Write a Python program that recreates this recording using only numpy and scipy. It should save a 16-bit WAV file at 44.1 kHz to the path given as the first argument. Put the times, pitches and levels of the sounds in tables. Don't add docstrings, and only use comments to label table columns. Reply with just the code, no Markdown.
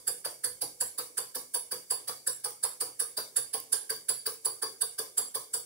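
import sys
import numpy as np
from scipy import signal
from scipy.fft import rfft, irfft, next_fast_len
from scipy.io import wavfile
from scipy.ndimage import uniform_filter1d

SR = 44100
rng = np.random.default_rng(int(sys.argv[2]) if len(sys.argv) > 2 else 0)


def inscribe(sig):
    pcm = np.round(np.clip(np.atleast_2d(sig).T, -1, 1) * 32767)
    wavfile.write(sys.argv[1], SR, pcm.astype(np.int16))


def makeup_ratio(level_db):
    decades = np.asarray(level_db, float) / 20
    return 10 ** decades


N = 249385

# top of stroke in seconds, puff level at top and at bottom in dB,
# rod jolt level at top and at bottom in dB.
CRANK_TURNS = [(-0.293, -15, -22, -43, -47), (0.074, -15, -20.5, -38.5, -46),
               (0.441, -15.5, -21, -44, -52.5), (0.807, -15.5, -22, -42.5, -53),
               (1.176, -17, -25, -44.5, -46.5), (1.542, -15.5, -20.5, -44, -47),
               (1.905, -19, -23, -44, -43.5), (2.27, -15.5, -20.5, -36.5, -46.5),
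               (2.633, -15.5, -19.5, -44, -48.5), (2.998, -16.5, -20.5, -44.5, -46.5),
               (3.364, -15.5, -20.5, -40.5, -50.5), (3.726, -14.5, -18.5, -42, -41.5),
               (4.089, -14.5, -21.5, -40, -46), (4.451, -15, -22, -47.5, -40.5),
               (4.813, -14.5, -23.5, -46.5, -42), (5.176, -15, -21, -46, -49.5),
               (5.537, -17, -21, -40, -47)]
# time in seconds, share of full swing.
TURNTABLE = [
    (0, 0),
    (.85, 0),
    (1.0, .2),
    (2.7, .2),
    (3.3, .7),
    (4.25, 1),
    (5.2, 1),
    (5.65, .5),
]
# frequency in Hz, density in dB per Hz.
LEAK_SPECTRUM = [(18, -51), (30, -33), (221, -17), (486, -6), (649, -15), (1630, -24), (2410, -25),
                 (4080, -20), (4650, -12), (6380, -7), (9970, -7), (12000, -13), (16000, -12)]
# frequency in Hz, width in Hz, level over the hiss in dB.
GLAND_WHISTLES = [(2220, 69, 17.5), (8860, 130, -3), (10900, 430, -3.5)]
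# position in strokes (0-1 up, 1-2 down), level in dB.
LEAK_PRESSURE = [(0, 11), (.3, 9), (.8, -1), (.99, 2), (1.3, 1.5), (1.8, 2.5), (1.99, -4.5)]
# frequency in Hz, width in Hz, level in dB, left over right in dB.
COLUMN_MODES = [(1601, 100, 1, 2.5), (1422, 203, -11, -3.5), (1688, 330, -10, 1), (2114, 27, -18, -16)]
# frequency in Hz, level in dB, T60 in seconds.
BENCH_MODES = [(52.5, -5.5, 0.34), (105.5, -1.5, 0.34), (131.5, 4.5, 0.24), (179, -7.5, 0.47),
               (262, -10, 0.6)]
# frequency in Hz, width in Hz, level in dB, left over right in dB.
FRAME_MODES = [(3100, 630, -18.5, -1.5), (3582, 86, -9, 2), (4220, 630, -18.5, 5), (4493, 25.6, -5, 12.5),
               (4640, 49, 2.5, 8), (4751, 103, -1.5, -3.5), (5170, 380, -16, 11), (5715, 46, -2.5, 4.5),
               (6840, 13500, -24, -3), (12480, 190, -2.5, -6.5), (14000, 100, -22, -14),
               (13800, 480, -9.5, 4), (14000, 300, -13, -1), (15600, 460, -5, 3.5)]
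# frequency in Hz, width in Hz, level in dB, left over right in dB.
PORT_MODES = [(8880, 153, -1, 6), (9140, 110, -7, 8), (9396, 53, -2, -3.5), (9510, 107, -5.5, -3.5),
              (10070, 180, -2, -3.5), (10257, 99, 1.5, -1.5), (10640, 186, -3, 7), (11060, 200, -8.5, -1)]
# frequency in Hz, width in Hz, level in dB, left over right in dB.
CYLINDER_MODES = [(7630, 123, -2.5, 2), (7360, 67, -12, 9.5), (8000, 600, -11.5, 7.5)]
# frequency in Hz, level in dB, T60 in seconds, share of the swap.
PLATE_MODES = [(450.3, -0.5, 0.09, 0.74), (492.9, 0, 0.13, -0.9), (401, -9.5, 0.089, 0.28),
               (531, -5.5, 0.094, 0)]
# frequency in Hz, width in Hz, level in dB, left over right in dB.
BASE_MODES = [(703, 305, -12.5, 0), (907, 236, -9, 0), (1027, 87, -4.5, 0), (1125, 91, -4.5, 0),
              (1211, 85, -8.5, 0), (325, 69, -16, 0)]
# frequency in Hz, T60 in seconds.
WALL_T60 = [(300, 0.55), (1000, 0.25), (3000, 0.39), (5000, 0.32), (9000, 0.32), (15000, 0.25)]
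# frequency in Hz, left-right likeness from 0 to 1.
LIKENESS = [(100, 0.86), (400, 0.86), (800, 0.54), (1500, 0.0081), (3000, 0), (15000, 0)]
# time in seconds, level in dB.
VALVE_TICKS = [(0.391, -52), (1.4154, -45), (2.3324, -43), (2.3614, -49), (2.5074, -40.5), (2.5224, -46),
               (3.4244, -42), (3.6017, -34), (3.6394, -46), (3.964, -42), (3.9754, -48), (4.0124, -52),
               (4.3414, -45), (5.3174, -55)]
# frequency in Hz, width in Hz, level in dB.
SPECTRUM_DIPS = [(2550, 500, -2.5), (6440, 330, -4.5), (12100, 300, -2)]

SPAN = 2 ** 15
HZ = np.fft.rfftfreq(SPAN, 1 / SR)
T_S = np.arange(SPAN) / SR
SIDES = np.array([[.5], [-.5]])
LEAD_S = .03
LAG_SAMPLES = 5
KNOCK_DB, FRAME_DB, CYLINDER_DB = (-44.5, -43.5), (-39.5, -41), (-34, -45)
KNOCK_SWING_DB, FRAME_SWING_DB = (0, 2), (1, 1.5)


def unit(x):
    return x / np.sqrt(np.mean(x ** 2) + 1e-20)


def along(points, hz):
    f, v = np.transpose(points)
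    return np.interp(np.log(hz + 1), np.log(f + 1), v)


def add(track, s, sound):
    start = round((s + 1) * SR)
    track[:, start:start + sound.shape[1]] += sound


def paired(spectra, hz):
    turn = np.arccos(np.clip(along(LIKENESS, hz), -1, 1)) / 2
    mid, side = spectra[0] * np.cos(turn), spectra[1] * np.sin(turn)
    return np.array([mid + side, mid - side])


def strokes():
    s, puff_top, puff_bottom, jolt_top, jolt_bottom = np.transpose(CRANK_TURNS)
    turn_s = np.diff(s, append=2 * s[-1] - s[-2])
    bottom_s = s + .474 * turn_s
    rows = []
    for k in range(len(s)):
        rows.append((s[k], 0, puff_top[k], jolt_top[k]))
        rows.append((bottom_s[k], 1, puff_bottom[k], jolt_bottom[k]))
    return [row for row in rows if -.2 < row[0] < N / SR]


def leak():
    m = next_fast_len(N)
    hz = np.fft.rfftfreq(m, 1 / SR)
    whistles = 1 + sum(makeup_ratio(db) / (1 + ((hz - c) / w) ** 2) for c, w, db in GLAND_WHISTLES)
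    right_db = 5 * np.exp(-((hz - 9700) / 1500) ** 2)
    hiss = paired(rfft(rng.standard_normal((2, m))), hz)
    air = hiss * whistles * makeup_ratio(along(LEAK_SPECTRUM, hz) - right_db * SIDES)
    ends_s = [row[0] for row in strokes()]
    stroke = np.interp(np.arange(N) / SR, ends_s + [ends_s[-1] + 0.19], np.arange(len(ends_s) + 1)) % 2
    pressure_db = np.interp(stroke, *np.transpose(LEAK_PRESSURE))
    return makeup_ratio(-55.5 + pressure_db) * unit(irfft(air, m)[:, :N])


def walls():
    hz, t, z = signal.stft(rng.standard_normal((2, SPAN)), SR, nperseg=256)
    patches = uniform_filter1d(rng.standard_normal(z.shape[1:]), size=2, axis=0)
    patches = uniform_filter1d(patches, size=14, axis=1)
    decay_db = -60 * t / along(WALL_T60, hz)[:, None] + 2.46 * unit(patches)
    tail = signal.istft(z * makeup_ratio(decay_db), SR, nperseg=256)[1][:, :SPAN]
    tail = tail * (1 - np.exp(-T_S / 0.0045)) * (T_S < .55)
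    return paired(rfft(tail / np.linalg.norm(tail[0])), HZ)


def burst(peak_s, rise_s, fall_s, lumpy_db, lump_s):
    swell = np.clip(1 + (T_S - peak_s) / rise_s, 0, 1) ** 2.27
    shape = swell * np.exp(np.minimum(peak_s - T_S, 0) / fall_s)
    lumps = unit(uniform_filter1d(rng.standard_normal((2, SPAN)), round(lump_s * SR)))
    air = shape * makeup_ratio(lumpy_db * lumps) * rng.standard_normal((2, SPAN))
    return rfft(air / np.linalg.norm(air, axis=1, keepdims=True))


def resonances(modes, scatter_db):
    response = 0
    for c, w, db, pan_db in modes:
        sign = rng.choice([-1, 1])
        gain = sign * makeup_ratio(db + pan_db * SIDES + rng.normal(0, scatter_db, (2, 1)))
        response = response + gain * 1j * HZ * w / (c * c - HZ ** 2 + 1j * HZ * w)
    return response


def ringing(modes, start_s, attack_s):
    t, total = np.clip(T_S - start_s, 0, 1), 0
    for hz, db, t60_s in modes:
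        decay = makeup_ratio(db + rng.normal(0, 1.03) - 60 * t / t60_s)
        total = total + decay * np.sin(2 * np.pi * hz * t + rng.normal(0, 0.47))
    return rfft(total * (1 - np.exp(-t / attack_s)))


def spread(puff, far, wet_db):
    return 0.9 * puff[0] + 0.53 * puff[1] * 2 * SIDES + makeup_ratio(wet_db) * puff[0] * far


def rod_jolt(db, jolt, far):
    direct = jolt[0] + 0.23 * jolt[1] * 2 * SIDES
    return makeup_ratio(db + 46) * resonances(COLUMN_MODES, scatter_db=1.5) * direct * (1 + makeup_ratio(-4.5) * far)


def bench_boom(s, far):
    db = -3 if s < .9 else -7
    boom = ringing(BENCH_MODES, LEAD_S + 0.0036, attack_s=0.011)
    return makeup_ratio(db - 56.5) * boom * (1 + makeup_ratio(-6.5) * far)


def frame_ring(db, shock, far):
    return makeup_ratio(db + 46) * resonances(FRAME_MODES, scatter_db=2.5) * spread(shock, far, wet_db=-2.0)


def port_puff(db, jet, far):
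    gain = makeup_ratio(db + 30 - 9.5 * SIDES)
    return gain * resonances(PORT_MODES, scatter_db=0.0) * spread(jet, far, wet_db=-3.0)


def cylinder_ring(db, jet, far):
    return makeup_ratio(db + 45.5) * resonances(CYLINDER_MODES, scatter_db=1.0) * spread(jet, far, wet_db=-1.5)


def plate_ring(db, swing, far):
    swap_db = -1.5 + 9.5 * swing
    modes = [(hz, mode_db + share * swap_db, t60_s) for hz, mode_db, t60_s, share in PLATE_MODES]
    return makeup_ratio(db + 6.5) * ringing(modes, LEAD_S + 0.00893, attack_s=0.0072) * (1 + makeup_ratio(-9) * far)


def base_knock(db, knock, far):
    response = resonances(BASE_MODES, scatter_db=2.5)
    return makeup_ratio(db + 48.5) * response * paired(knock, HZ) * (1 + makeup_ratio(-2.5) * far)


def engine():
    track = np.zeros((2, N + 2 * SR))
    lag = np.exp(-2j * np.pi * HZ * LAG_SAMPLES / SR * (SIDES + .5))
    for s, end, puff_db, jolt_db in strokes():
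        swing = np.interp(s, *np.transpose(TURNTABLE))
        knock_db = KNOCK_DB[end] + swing * KNOCK_SWING_DB[end]
        frame_db = FRAME_DB[end] + swing * FRAME_SWING_DB[end]
        far = walls()
        jet = burst(LEAD_S + .005, rise_s=0.016, fall_s=0.0059, lumpy_db=2.5, lump_s=0.00099)
        shock = burst(LEAD_S + 0.0047, rise_s=0.016, fall_s=.012, lumpy_db=1.0, lump_s=0.0014)
        jolt = burst(LEAD_S + 0.0015, rise_s=0.012, fall_s=.012, lumpy_db=0.5, lump_s=.002)
        knock = burst(LEAD_S + .017, rise_s=0.029, fall_s=.011, lumpy_db=2.5, lump_s=0.0018)
        stroke = port_puff(puff_db, jet, far) + cylinder_ring(CYLINDER_DB[end], jet, far)
        stroke = stroke + frame_ring(frame_db, shock, far) + rod_jolt(jolt_db, jolt, far)
        stroke = stroke + base_knock(knock_db, knock, far) + plate_ring(knock_db, swing, far)
        stroke = stroke + bench_boom(s, far)
        add(track, s - LEAD_S, irfft(stroke * lag, SPAN))
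    return track[:, SR:SR + N]


def valve_gear():
    track, t = np.zeros((2, N + 2 * SR)), T_S[:SPAN // 16]
    for s, db in VALVE_TICKS:
        bright = np.diff(rng.standard_normal((2, len(t))), n=3)
        snap = bright * makeup_ratio(-60 * t[3:] / .005)
        add(track, s, makeup_ratio(db - 1 - 11 * SIDES) * snap)
    return track[:, SR:SR + N]


def scene():
    return engine() + valve_gear() + leak()


def roll_off(x):
    return signal.sosfilt(signal.butter(12, 16830, fs=SR, output="sos"), x)


def record(dry):
    m = next_fast_len(N + SPAN)
    hz = np.fft.rfftfreq(m, 1 / SR)
    low_cut = (1j * hz / (28 + 1j * hz)) ** 2
    dips_db = sum(db * np.exp(-((hz - c) / w) ** 2) for c, w, db in SPECTRUM_DIPS)
    band_limit = np.clip((15870 - hz) / 220, 0, 1) ** 2
    mix = irfft(rfft(dry, m) * low_cut * makeup_ratio(dips_db) * band_limit, m)[:, :N]
    return roll_off(mix)


dry = scene()
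out = record(dry)
inscribe(out)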